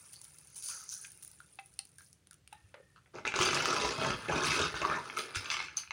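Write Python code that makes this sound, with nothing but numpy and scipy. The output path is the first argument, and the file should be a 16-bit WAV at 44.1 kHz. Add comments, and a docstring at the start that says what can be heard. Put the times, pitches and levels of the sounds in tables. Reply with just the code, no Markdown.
"""Crisp chips are crushed in a heap by a hand, close by in a small kitchen: random breaks, in clumps,
drive click-and-mode filters in four bands, with single cracks and gliding tones, through moving resonances.
Before that, fingers rub crumbs loose over a dish (treble crackle and ticks), flakes drop (struck modes)
and a sleeve brushes past (filtered slips). A fingertip squeaks faintly, the hand bumps the container,
short diffuse tails give the room, and filtered noise gives a faint rumble and hiss."""
import sys
import numpy as np
from scipy import signal
from scipy.fft import rfft, irfft, next_fast_len
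from scipy.io import wavfile
from scipy.ndimage import uniform_filter1d, map_coordinates

SR = 44100
rng = np.random.default_rng(int(sys.argv[2]) if len(sys.argv) > 2 else 0)


def output_pcm(signal):
    """Save a mono or channel-first signal as 16-bit PCM at the path in sys.argv[1].

    Samples are clipped to [-1, 1] before scaling.
    """
    pcm = np.clip(np.atleast_2d(signal).T, -1, 1) * 32767
    wavfile.write(sys.argv[1], SR, np.round(pcm).astype(np.int16))


N = 261072  # length in samples
TOP_HZ = 16100  # band limit, and the highest mode of a chip
SQUEEZE_ATTACK_S, SQUEEZE_SAG_DB_PER_S, SQUEEZE_RELEASE_DB_PER_S = 0.016, 7, 233.5

# Fingers rolling crumbs, easing off as the hand empties.
# Each row: time in seconds, relative level of the fine crackle in dB.
ROLLING = [(0.0, -56.5), (0.51, -61), (0.76, -56), (2.0, -70.5), (2.1, -93), (2.4, -86)]


def amp(db):
    """Logarithmic level: decibels become an amplitude ratio."""
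    return 10 ** (np.asarray(db) / 20)


def unit(x):
    """Power normalisation: scale to rms 1."""
    return x / np.sqrt(np.mean(x ** 2) + 1e-20)


def along(points, hz):
    """Logarithmic frequency scale: read (Hz, value) points by linear interpolation on it."""
    f, v = np.transpose(points)
    return np.interp(np.log(hz + 1), np.log(f + 1), v)


def levels(rows):
    """Level envelope: gain per sample for each dB column, -120 dB outside the rows."""
    s, *columns = np.transpose(rows)
    t = np.arange(N) / SR
    return [amp(np.interp(t, s, column, left=-120, right=-120)) for column in columns]


def band(hz, lo_hz, hi_hz):
    """Band-pass response: gain with skirts of 24 dB per octave."""
    low_skirt = 1 + (lo_hz / (hz + 1)) ** 8
    high_skirt = 1 + (hz / hi_hz) ** 8
    return (low_skirt * high_skirt) ** -.5


def coloured(x, gain):
    """Minimum phase: a causal filter with the given gain over frequency keeps attacks sharp."""
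    size = 4096
    cepstrum = irfft(np.log(np.maximum(gain(np.fft.rfftfreq(size, 1 / SR)), 1e-6)))
    # folding the cepstrum onto positive time makes the filter causal
    cepstrum[1:size // 2] *= 2
    cepstrum[size // 2 + 1:] = 0
    response = irfft(np.exp(rfft(cepstrum)))
    return signal.fftconvolve(x, response)[:len(x)]


def add(track, s, sound):
    """Superposition: mix a sound into the track at time s."""
    start = max(round(s * SR), 0)
    part = track[start:start + len(sound)]
    part += sound[:len(part)]


def burst(t60, size=4096):
    """Exponential decay: a puff of noise falls by 60 dB in t60 seconds."""
    return rng.standard_normal(size) * amp(-60 * np.arange(size) / SR / t60)


def ringing(pitch_hz, t60, t):
    """Damped oscillation: one struck mode starts smoothly and dies exponentially."""
    return np.sin(2 * np.pi * pitch_hz * t) * amp(-60 * t / t60) * (1 - np.exp(-t * pitch_hz))


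def wobble(rate):
    """Slow random modulation: a smooth curve through random knots, rate knots a second."""
    knots = rng.standard_normal(N // 100)
    return map_coordinates(knots, [np.arange(N) * rate / SR], mode="mirror")


def fractures(rate, spread_db):
    """Random point process: breaks of either sign, rate a second, with log-normal sizes limited at one end."""
    happens = rng.random(N) < rate / SR
    sign = rng.choice([-1, 1], N)
    return happens * sign * amp(spread_db * np.minimum(rng.standard_normal(N), 2))


def chip(pitch_hz, spread, t60, click_db, count=7, size=1024):
    """Modal response: a break gives a sharp click and a few modes scattered around the piece's pitch."""
    t = np.arange(size) / SR
    hz = np.minimum(pitch_hz * np.exp(spread * rng.standard_normal((count, 1))), TOP_HZ)
    life = t60 * np.exp(0.3 * rng.standard_normal((count, 1)))
    strength = rng.standard_normal((count, 1))
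    ring = (strength * np.sin(2 * np.pi * hz * t) * amp(-60 * t / life)).sum(0)
    click = burst(.001, size=size)
    return unit(ring) + amp(click_db) * unit(click)


def crackle(breaks, gain, pitch_hz, spread, t60, click_db, even_s, size=256):
    """Impulse excitation: breaks drive one piece, then the next; rms is evened to about 1 over even_s."""
    x, pitch = np.zeros(N), pitch_hz * np.ones(N)
    for i in range(0, N, size):
        piece = chip(pitch[i], spread, t60, click_db)
        add(x, i / SR, signal.fftconvolve(breaks[i:i + size], piece))
    x = unit(coloured(x, gain))
    span = max(int(even_s * SR), 1)
    power = uniform_filter1d(uniform_filter1d(x ** 2, span), span)
    return x / np.sqrt(np.abs(power) + 1e-3)


def splinters(breaks, gain, pitch_hz, even_s):
    """Heavy damping: the smallest fragments hardly ring, so clicks dominate their breaks."""
    return crackle(breaks, gain, pitch_hz, spread=.35, t60=.004, click_db=3, even_s=even_s)


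def heap_colour(hz):
    """Resonance on a broad spectrum: the chips' colour with the peaks and dips of the hollow around them."""
    # The chips' broad spectrum. Each row: frequency in Hz, gain in dB.
    broad = [(35, -8), (60, 9), (146, -10.5), (207, -10.5), (363, -2.5), (480, -4), (636, -4.5), (715, -5),
             (1280, -4.5), (1910, 0), (2580, -1.5), (6280, -5), (9790, -26.5), (12100, -44), (16000, -35)]
    # Hollow of the hand and container. Each row: centre in Hz, width in Hz, change at the centre in dB.
    hollow = [(148, 42, 10), (362, 37, 4.5), (649, 21, 4), (717, 29, -18), (852, 32, 2.5), (990, 15, 0.5),
              (1288, 190, 6.5), (1890, 86, -16.5), (2590, 250, 4.5), (4820, 210, 4.5), (6220, 140, 6),
              (8900, 1450, 8), (13500, 800, -12), (15800, 3300, 18)]
    peaks_db = sum(db / (1 + (2 * (hz - centre) / width) ** 2) for centre, width, db in hollow)
    return amp(along(broad, hz) + peaks_db)


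def crumb_colour(hz):
    """Size and pitch: small crumbs sound only in the treble."""
    # The crumbs' spectrum. Each row: frequency in Hz, gain in dB before the band edges.
    treble = [(3500, -8), (4600, -6), (5400, -4.5), (6200, -1.5), (8000, -6), (9200, 8), (9900, 7),
              (11300, -8.5), (13000, -18.5), (15200, -3.5), (16000, -10.5)]
    return amp(along(treble, np.maximum(hz, 3500))) * band(hz, 3700, 16400)


def press(start_s, hold_s, attack_s, sag_db_per_s, release_db_per_s):
    """Force envelope: a push builds, sags as the chips give way, and dies when the hand lets go."""
    t = np.maximum(np.arange(N) / SR - start_s, 0)
    fall_db = sag_db_per_s * np.minimum(t, hold_s) + release_db_per_s * np.maximum(t - hold_s, 0)
    return np.minimum(t / attack_s, 1) * amp(-fall_db)


def pinch(start_s, hold_s):
    """Force envelope of the fingertips: a quick push."""
    return press(start_s, hold_s, attack_s=0.013, sag_db_per_s=15.5, release_db_per_s=147)


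def squeeze(start_s, hold_s):
    """Force envelope of the whole hand: a push with a steep release."""
    return press(start_s, hold_s, SQUEEZE_ATTACK_S, SQUEEZE_SAG_DB_PER_S, SQUEEZE_RELEASE_DB_PER_S)


def together(shapes, db):
    """Incoherent addition: pushes add in power, one gain curve for each column of their dB values."""
    return np.sqrt(amp(np.transpose(db)) ** 2 @ np.square(shapes))


def grinding(rows, cycles, release_db_per_s, rate, spread_db):
    """Driven resonance: tiny slips excite a gliding mode per row, dying by 60 dB in so many cycles."""
    out, t = np.zeros(N), np.arange(N) / SR
    slips = fractures(rate, spread_db)
    for s, hold_s, db, first_hz, last_hz in rows:
        span = slice(int(s * SR), int((s + hold_s + .2) * SR))
        pitch = np.interp(t[span], [s, s + hold_s], [first_hz, last_hz])
        turn = np.exp(2j * np.pi * np.cumsum(pitch) / SR)
        # a one-pole decay in a frame that turns with the pitch
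        decay = amp(-60 * first_hz / cycles / SR)
        ring = signal.lfilter([1], [1, -decay], slips[span] / turn) * turn
        ring = coloured(ring.real, lambda hz: band(hz, first_hz / 1.4, first_hz * 1.4))
        push = press(s, hold_s, SQUEEZE_ATTACK_S, SQUEEZE_SAG_DB_PER_S, release_db_per_s)
        out[span] += amp(db) * push[span] * unit(ring)
    return out


def room_tone():
    """Filtered noise: a faint low rumble that wavers, with a little hiss."""
    # Background spectrum. Each row: frequency in Hz, gain in dB before the band edges.
    hush = [(15, -25), (25, -44), (64, 12), (161, 10.5), (229, -5), (354, -5), (936, -18.5), (1740, -16.5),
            (1940, -16.5), (8140, -21.5), (9840, -26), (11900, -31), (16000, -32)]
    rumble = unit(coloured(rng.standard_normal(N), lambda hz: amp(along(hush, hz)) * band(hz, 51, 234)))
    hiss = unit(coloured(rng.standard_normal(N), lambda hz: amp(along(hush, hz)) * band(hz, 238, 27000)))
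    return amp(-70.5 + 1.1 * wobble(13)) * rumble + amp(-74.5) * hiss


def kitchen(x, size=8192):
    """Diffuse reverberation: noise tails die at their own rate per band."""
    # The room's decay. Each row: frequency in Hz, t60 in seconds.
    decay = [(150, 0.15), (1000, 0.18), (5000, 0.21), (9500, 0.14), (14000, 0.14)]
    out = np.zeros(N)
    # a fresh random tail for each block avoids a fixed colouring
    for i in range(0, N, size):
        hz, t, z = signal.stft(rng.standard_normal(SR // 3), SR, nperseg=256)
        fading = z * amp(-60 * t / along(decay, hz)[:, None])
        tail = signal.istft(fading, SR, nperseg=256)[1]
        tail = tail / np.linalg.norm(tail)
        add(out, i / SR + .004, signal.fftconvolve(x[i:i + size], tail))
    return out


def bumps():
    """Damped oscillation: soft, low knocks of the hand against the container."""
    # Each row: start in seconds, level in dB, pitch in Hz.
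    knocks = [(2.641, -51, 89.5), (3.398, -27, 115), (4.068, -35, 150), (4.145, -33, 135),
              (4.309, -31, 151), (5.365, -31, 86.5)]
    out, t = np.zeros(N), np.arange(SR // 3) / SR
    envelope = amp(-60 * t / 0.093) * (1 - np.exp(-t / 0.0038))
    for s, db, pitch_hz in knocks:
        add(out, s, amp(db) * np.sin(2 * np.pi * pitch_hz * t) * envelope)
    return out


def squeak():
    """Friction-driven resonance: skin slipping on the glaze gives a narrow, wavering band of noise."""
    # A fingertip on the rim. Each row: start in seconds, hold in seconds, level in dB.
    slides = [(2.536, 0.047, -69), (2.74, 0.21, -73.5)]
    tone = coloured(rng.standard_normal(N), lambda hz: 1 / (1 + ((hz - 1810) / 45) ** 2))
    return sum(amp(db) * pinch(s, hold_s) for s, hold_s, db in slides) * unit(tone)


def sleeve():
    """Friction noise: ribbed cloth slips many times through a few broad resonances as it passes."""
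    # The cloth's resonances. Each row: centre in Hz, width in Hz, gain in dB.
    resonances = [(1460, 240, -3.5), (4720, 500, 2), (6310, 990, 9)]
    # Passes over the dish. Each row: closest time in seconds, level in dB, seconds to fall by 10 dB.
    sweeps = [(0.705, -44.5, 0.12), (0.927, -38, 0.0038), (1.03, -58, 0.04)]
    swell = 0.66  # time to swell over time to fade

    def gain(hz):
        """Superposed resonances: the gains of the cloth's broad peaks add."""
        return sum(amp(db) / (1 + (2 * (hz - centre) / width) ** 2) for centre, width, db in resonances)

    t, passes = np.arange(N) / SR, np.zeros(N)
    for s, db, fall_s in sweeps:
        passes += amp(db - 10 * np.maximum(t - s, (s - t) / swell) / fall_s)
    return passes * unit(coloured(fractures(10000, spread_db=2.0), gain))


def sleeve_scrapes():
    """Slip-driven resonance: the sleeve scrapes over the topping, each catch with its own pitch."""
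    # Each row: start in seconds, hold in seconds, level in dB, first pitch in Hz, last pitch in Hz.
    catches = [(0.13, 0.034, -58.5, 4650, 4550), (0.695, 0.045, -55.5, 1500, 1420),
               (0.753, 0.11, -64, 1330, 1270), (0.877, 0.059, -44.5, 6100, 6040),
               (0.95, 0.11, -58.5, 6200, 6280), (0.91, 0.15, -67, 1500, 1640)]
    return grinding(catches, cycles=30, release_db_per_s=398, rate=600, spread_db=5.0)


def drops():
    """Impact and rebound: a struck piece clicks, rings and chatters to rest; some ring the dish too."""
    # Modes of landing pieces; rows at about the same time are one piece. The last row is a chip
    # ringing loudly in the crush, played like a landing. Each row: start in seconds, level in dB,
    # pitch in Hz, ring t60 in seconds, click in dB before a common trim,
    # chatter in dB relative to the first contact.
    struck_modes = [(1.046, -39, 1600, 0.017, -2, -9), (1.049, -33, 2460, 0.011, -2, -22),
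                    (1.403, -34.5, 1440, 0.02, -14, -10.5), (1.791, -19, 9170, 0.0089, -25, -47),
                    (1.7904, -26, 2950, 0.0052, -6, -19), (1.791, -22.5, 4330, 0.0059, -19, -28),
                    (1.985, -48.5, 1624, 0.022, -3.5, -1.5), (2.007, -37, 1370, 0.0097, -12, -22),
                    (2.311, -48, 1450, 0.013, -8, 0), (2.526, -40.5, 853, 0.04, 1, -3),
                    (2.742, -33.5, 544, 0.033, -3.5, -8), (2.80, -47, 508, 0.041, -12, -5),
                    (2.961, -40.5, 1316, 0.013, -12.5, -3), (3.059, -49, 710, 0.0087, -4, -2.5),
                    (4.85, -8, 1148, 0.014, -16.5, -26)]
    # Pieces that strike the dish. Each row: start in seconds, level in dB, tilt in dB per octave.
    taps = [(1.588, -38.5, 1), (1.791, -50.5, 3)]
    # The dish's modes. Each row: frequency in Hz, level in dB before the tilt, t60 in seconds.
    dish_modes = [(790, 1.5, 0.085), (2036, -5.5, 0.069), (2320, -7, 0.04), (2610, 1, 0.046)]
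    out, t = np.zeros(N), np.arange(SR // 5) / SR
    for s, db, pitch_hz, t60, click_db, chatter_db in struck_modes:
        ring = ringing(pitch_hz, t60, t)
        click = coloured(burst(0.0093, size=len(t)),
                         lambda hz: band(hz, pitch_hz, 3.5 * pitch_hz) * heap_colour(hz) ** .5)
        strike = 0.72 * ring + amp(click_db - 3.5) * click / np.abs(click).max()
        contacts = (rng.random(len(t)) < 700 / SR) * rng.standard_normal(len(t))
        contacts = contacts * amp(chatter_db - 60 * t / 0.13)
        contacts[0] = 1  # the first contact
        add(out, s, amp(db) * signal.fftconvolve(contacts, strike))
    for s, db, tilt_db in taps:
        knock = coloured(burst(0.04, size=len(t)), lambda hz: band(hz, 1000, 3300))
        ring = sum(amp(mode_db + tilt_db * np.log2(hz / dish_modes[0][0])) * ringing(hz, t60, t)
                   for hz, mode_db, t60 in dish_modes)
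        add(out, s, amp(db) * (amp(-3.0) * ring + amp(-1.0) * knock / np.abs(knock).max()))
    return out


def ticks():
    """Brittle fracture: crumbs part with a very short click; small ones come at random in the rolling."""
    # The clearest crumbs snapping off.
    # Each row: time in seconds, level in dB, body in dB, the level before a common trim.
    clear = [(0.1306, -33, -20), (0.1383, -34, -9), (0.2145, -31, -25), (0.2504, -37, 0),
             (0.5596, -31, -15), (0.6237, -27, -25), (0.6851, -23.5, -5), (1.2245, -32, -10),
             (1.2285, -31, -14), (1.2345, -32, -25), (1.2474, -31, -4), (1.2765, -32.5, -28),
             (1.314, -33, -25), (1.6587, -37, -8), (1.8517, -35.5, -20), (1.9829, -34, -27),
             (2.1284, -36.5, -16), (2.2704, -39.5, -5), (2.3095, -35.5, -21), (2.33, -39, -8),
             (2.341, -40, -15), (2.4747, -37.5, -3), (2.528, -35.5, -4), (2.743, -40.5, 20)]
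    # The ticks' top changes as the hand turns away. Each row: time in seconds, dB above sheen_hz.
    sheen = [(0.7, 1), (1.25, 9), (2.15, -4.5)]
    sheen_hz = 11100
    small_per_s, small_body_db = 16, -20
    above_rolling_db, small_spread_db = 23, 3  # before the same trim
    out, rolling = np.zeros(N), levels(ROLLING)[0]
    small = []
    for i in np.flatnonzero(rng.random(N) < small_per_s / SR):
        if i / SR < ROLLING[-1][0]:
            rolling_db = 20 * np.log10(rolling[i])
            db = rolling_db + above_rolling_db + small_spread_db * rng.standard_normal()
            small.append((i / SR, db, small_body_db))
    for s, db, body_db in list(clear) + small:
        sheen_db = np.interp(s, *np.transpose(sheen))

        def gain(hz):
            """Spectral balance: treble with its sheen, plus the body below."""
            top = crumb_colour(hz) * amp(sheen_db * band(hz, sheen_hz, SR))
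            return top + amp(body_db) * band(hz, 1200, 3700)

        click = coloured(burst(.009), gain)
        add(out, s + 0.00089, amp(db - 5.5) * click / np.abs(click).max())
    return out


def rubbing():
    """Fracture rate follows force: harder rubbing breaks more crumbs each second."""
    # Firmer pinches that grind crumbs. Each row: start in seconds, hold in seconds,
    # fine crackle and flake rustle as relative levels in dB.
    pinches = [(0.55, 0.017, -44, -57), (0.622, 0.087, -41, -57), (0.68, 0.028, -48, -46),
               (0.905, 0.025, -44, -69), (1.0, 0.062, -52, -70), (1.222, 0.026, -55.5, -71),
               (1.982, 0.048, -57, -68)]
    # Fingertips spreading the topping: start in seconds, hold in seconds,
    # fine crackle and flake rustle as relative levels in dB.
    spreading = (2.5, 2, -73, -65.5)
    rolling = amp(1) * levels(ROLLING)[0]
    strokes = list(pinches) + [spreading]
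    shapes = [pinch(*row[:2]) for row in strokes]
    fine, flakes = together(shapes, [row[2:] for row in strokes])
    fine = np.hypot(fine, rolling)
    flakes = np.hypot(flakes, amp(-3) * rolling)
    breaks = fractures(700 + 4000 * fine / fine.max(), spread_db=-2)
    sparkle = splinters(breaks, crumb_colour, pitch_hz=7680, even_s=0.14)
    rustle = crackle(breaks, lambda hz: heap_colour(hz) * band(hz, 400, 5500), pitch_hz=1868,
                     spread=.6, t60=0.039, click_db=4.0, even_s=0.034)
    return amp(-2.5) * fine * sparkle + amp(-9.0) * flakes * rustle


def piece_grinding():
    """Slip-driven resonance: a large piece rings with gliding pitch while it is ground down."""
    # Each row: start in seconds, hold in seconds, level in dB, first pitch in Hz, last pitch in Hz.
    pieces = [(3.655, 0.074, -40, 1310, 1280), (3.99, 0.15, -41, 1300, 1263), (4.62, 0.04, -37, 1330, 1200),
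              (4.74, 0.035, -42, 1500, 1440), (4.806, 0.1, -37, 1086, 1253), (4.885, 0.08, -41, 1570, 1750),
              (4.955, 0.042, -41, 1020, 1010), (5.35, 0.034, -43, 5200, 5200),
              (5.765, 0.024, -47, 4660, 4430)]
    return grinding(pieces, cycles=28, release_db_per_s=523, rate=900, spread_db=4)


def cracks():
    """Sudden fracture: a chip snaps, showers splinters, and the piece left over rings."""
    # Whole chips cracking. Each row: time in seconds, level in dB,
    # splinter treble in dB before fixed offsets, pitch in Hz.
    chips = [(3.141, -41, -22, 420), (3.158, -38, -28, 644), (3.184, -35, -27, 1600),
             (3.251, -22, -23, 2060), (3.2753, -20, -12, 2345), (3.32, -27, -24, 2080),
             (3.339, -20, -29, 1450), (3.361, -19, -6, 1130), (3.389, -17, -11, 1120),
             (3.411, -14.5, -7, 1200), (3.421, -16, -7, 2380), (3.429, -19.5, -8, 1240),
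             (3.466, -20, -18, 1240), (3.487, -19, -29, 1430), (3.53, -18, -8, 1260), (3.545, -21, 4, 5000),
             (3.572, -18.5, -20, 2070), (3.606, -21, -12, 1302), (3.6555, -15.5, -5, 1290),
             (3.727, -22, -12, 1297), (3.764, -21, -13, 1260), (3.847, -20.5, -15, 965),
             (4.047, -21, -19, 1170), (4.104, -21.5, -20, 1330), (4.257, -33.5, -28, 1290),
             (4.286, -26, -40, 1270), (4.322, -21.5, -26, 1180), (4.443, -21.5, -13, 1050),
             (4.518, -19.5, -12, 2570), (4.741, -25.5, -31, 1460), (4.816, -24, -28, 1140),
             (4.898, -21.5, -32, 1190), (4.941, -25.5, -33, 1760), (5.056, -33, -21, 1270),
             (5.098, -28.5, -21.5, 2250), (5.17, -25, -23, 1250), (5.347, -28, -11, 3500),
             (5.358, -22, -4, 1415), (5.444, -34.5, -12, 2500), (5.457, -30, -10, 2640),
             (5.501, -21, -13, 2660), (5.515, -22.5, -10, 2160), (5.542, -22.5, -19, 1210),
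             (5.567, -24, -14.5, 1310), (5.591, -27, -17, 2240), (5.601, -24.5, -27, 2120),
             (5.683, -32.5, -23, 1510), (5.769, -22, 0, 6230), (5.833, -39, -31, 1320),
             (5.874, -41, -22, 2410), (5.907, -23, -25.5, 2180)]
    # Cracks lose their body as the hand lifts off the heap. Each row: time in seconds, low end in dB.
    body = [(4.9, -5), (5.2, -26)]
    ring_t60_s, ring_db = 0.018, -2
    out, t = np.zeros(N), np.arange(4096) / SR
    for s, db, splinter_db, pitch_hz in chips:
        body_db = np.interp(s, *np.transpose(body))
        tilt = [(400, body_db), (900, 0), (2500, 0), (4500, splinter_db + 8.5),
                (7000, splinter_db + 17.0), (10000, splinter_db + 6.0)]  # (Hz, dB)
        snap = chip(pitch_hz=2104, spread=0.598, t60=0.0062, click_db=0.5, size=len(t))
        shower = amp(-3) * unit(burst(.07))
        crack = coloured(snap + shower, lambda hz: heap_colour(hz) * amp(along(tilt, hz)))
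        overtone = ringing(pitch_hz * rng.uniform(1.2, 1.89), ring_t60_s / 2, t)
        ring = ringing(pitch_hz, ring_t60_s, t) + amp(-5) * overtone
        crack = crack / np.abs(crack).max() + amp(ring_db) * ring
        add(out, s + 0.001027, amp(db) * crack / np.abs(crack).max())
    return out


def crushing():
    """Avalanches of fracture: breaks come in clumps, splinter, ring flakes and thud through the heap."""
    # Squeezes of the heap. Each row: start in seconds, hold in seconds, flake crunch, splinters and
    # muffled crunch as relative levels in dB, flake pitch at mid-hold in Hz.
    squeezes = [(3.135, 0.045, -50, -56.5, -43.5, 1270), (3.247, 0.019, -37, -42.5, -39.5, 2080),
                (3.337, 0.069, -37, -38.5, -37.5, 1533), (3.388, 0.12, -34, -33.5, -35, 1440),
                (3.525, 0.11, -35, -35, -38, 1330), (3.653, 0.26, -36, -36.5, -36.5, 1267),
                (3.975, 0.058, -37.5, -41.5, -37.5, 1450), (4.04, 0.075, -36, -41.5, -36.5, 1305),
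                (4.279, 0.069, -36, -46.5, -34.5, 1220), (4.319, 0.11, -34, -40, -39, 1114),
                (4.42, 0.23, -33.5, -35, -42.5, 1502), (4.567, 0.031, -36.5, -40, -34.5, 1350),
                (4.739, 0.031, -41.5, -43, -53.5, 1320), (4.805, 0.16, -38.5, -47.5, -43.5, 1230),
                (5.16, 0.031, -40, -37, -46.5, 1436), (5.339, 0.017, -39, -39, -55, 1840),
                (5.44, 0.037, -49.5, -53, -71, 1560), (5.494, 0.021, -36.5, -34.5, -58, 1910),
                (5.541, 0.099, -43, -46.5, -57.5, 1890), (5.76, 0.013, -47.5, -43.5, -68, 1820)]
    # The heap keeps creaking under the hand: start in seconds, hold in seconds,
    # flake crunch, splinters and muffled crunch as relative levels in dB.
    creaking = (3.5, 2, -43, -49.5, -49.5)
    # The crushed heap settles as the hand opens: the same columns, in seconds and relative dB.
    settling = (5.5, 0.25, -52.5, -62, -66.5)
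    # A brittle chip bursting into fine grit. Each row: start in seconds, relative level in dB.
    sprays = [(3.412, -41), (4.439, -39.5), (4.515, -45), (5.164, -40.5), (5.345, -46.5), (5.76, -47.5)]
    # The packed heap passes more bass to the container. Each row: time in seconds, bass gain in dB.
    packing = [(3.7, -9.5), (4.15, 0)]
    packed_below_hz = 177
    spray_s, grit_db, trickle_db = 0.0073, -18.5, -57.5  # grit_db is relative to the splinters
    pitch_rise_oct_per_s = 1.2  # within a squeeze the pieces get smaller and ring higher

    pushes = [squeeze(*row[:2]) for row in squeezes]
    leaning = press(*creaking[:2], SQUEEZE_ATTACK_S, 3.5, SQUEEZE_RELEASE_DB_PER_S)
    shapes = pushes + [leaning, squeeze(*settling[:2])]
    push_db = [row[2:5] for row in squeezes] + [creaking[2:], settling[2:]]
    crunch, splinter, muffled = together(shapes, push_db)
    grit = together([squeeze(s, spray_s) for s, db in sprays], [db for s, db in sprays])
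    grit = np.hypot(grit, amp(grit_db) * splinter)
    # fine grit trickles through the fingers while the hand leans
    grit = np.hypot(grit, amp(trickle_db) * leaning)

    # flake pitch is averaged over the squeezes, weighted by their squared envelopes
    t, weights = np.arange(N) / SR, np.square(pushes) + 1e-12
    glides = []
    for s, hold_s, *_, hz in squeezes:
        from_middle_s = np.clip(t - s, 0, hold_s) - hold_s / 2
        glides.append(hz * 2 ** (pitch_rise_oct_per_s * from_middle_s))
    pitch = np.average(glides, axis=0, weights=weights)

    # one break sets off its neighbours, so they come in clumps
    clumps = amp(4 * wobble(110))
    breaks = fractures(clumps * (550 + 1300 * crunch / crunch.max()), spread_db=3.0)
    fine = splinters(breaks, lambda hz: crumb_colour(hz) * band(hz, 5400, 22000),
                     pitch_hz=10540, even_s=0.027)
    high = splinters(breaks, lambda hz: heap_colour(hz) * band(hz, 2320, 9700),
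                     pitch_hz=4570, even_s=0.029)
    mid = crackle(breaks, lambda hz: heap_colour(hz) * band(hz, 727, 2910), pitch_hz=pitch,
                  spread=0.343, t60=0.0091, click_db=-1.0, even_s=0.01)
    low = crackle(breaks, lambda hz: heap_colour(hz) * band(hz, 91.5, 1000), pitch_hz=380.0,
                  spread=0.7, t60=0.02, click_db=3.5, even_s=0.031)
    bass = coloured(low, lambda hz: band(hz, 0, packed_below_hz))
    above_bass = coloured(low, lambda hz: band(hz, packed_below_hz, SR))
    low = above_bass + amp(np.interp(t, *np.transpose(packing))) * bass

    # the heap gives way in jerks
    jerks = amp(0.84 * wobble(45))
    treble = amp(-2.5) * grit * fine + amp(-3) * splinter * high
    return jerks * (treble + amp(-3.5) * crunch * mid + amp(-2.5) * muffled * low)


def resonate(x, hz, db):
    """Resonant filtering: what one resonance adds to the sound, or takes from it."""
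    # a resonance widens by a share of its pitch
    width_hz = (57 + 0.025 * hz) / amp(db / 2)
    return (amp(db) - 1) * signal.lfilter(*signal.iirpeak(hz, hz / width_hz, SR), x)


def cupped(x):
    """Cavity resonance: each grip of the hand lifts or swallows a few pitches, fading in and out."""
    # The hollow of the cupped hand. Each row: start in seconds, end in seconds,
    # list of resonances (pitch in Hz, change in dB).
    grips = [(3.65, 3.92, [(140, -6), (1020, 4.5), (1540, -6), (2600, 3.5)]), (3.95, 4.201, [(170, 4),
             (600, 3.5), (1540, -3), (2330, -7), (2600, 6), (3270, 10)]), (4.27, 4.423, [(355, 4), (600, 4),
             (860, 4), (4850, -6)]), (4.436, 5.03, [(150, 3.5), (425, 5), (650, 3), (3730, 5.5)]),
             (5.148, 5.301, [(420, 9), (1270, 6.5), (1560, -5), (2150, 6.5), (4830, -7)]),
             (5.328, 5.447, [(2320, 7), (3850, 6.5), (6600, -7), (8250, 9)]), (5.48, 5.697, [(1150, 3.5),
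             (2200, 3.5), (3350, 5), (5900, 4), (6600, -16)]), (5.74, 5.85, [(3600, -6), (6230, 6.5)])]
    fade_s = 0.03
    t = np.arange(N) / SR
    for start_s, end_s, resonances in grips:
        held = np.clip(.5 + np.minimum(t - start_s, end_s - t) / fade_s, 0, 1)
        for hz, db in resonances:
            x = x + held * resonate(x, hz, db)
    # the dish's wall partly cancels one pitch
    return x + resonate(x, 1910, -6)


def scene():
    """Direct and reverberant sound: crumbs are near; the heap is further off, wetter and cupped by the hand."""
    near = rubbing() + sleeve() + ticks() + drops() + squeak() + sleeve_scrapes()
    far = cupped(crushing() + cracks() + piece_grinding()) + bumps()
    reverberant = kitchen(amp(-11.0) * near + amp(-4.5) * far)
    return (near + far + reverberant + room_tone())[None]


def record(dry):
    """Soft saturation and band limiting: the loudest peaks are rounded, nothing from TOP_HZ up is kept."""
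    rounded = dry / (1 + (dry / amp(-15.5)) ** 4) ** .25
    size = next_fast_len(N + SR // 2)
    kept = np.fft.rfftfreq(size, 1 / SR) < TOP_HZ
    return irfft(rfft(rounded, size) * kept, size)[:, :N]


dry = scene()
out = record(dry)
output_pcm(out)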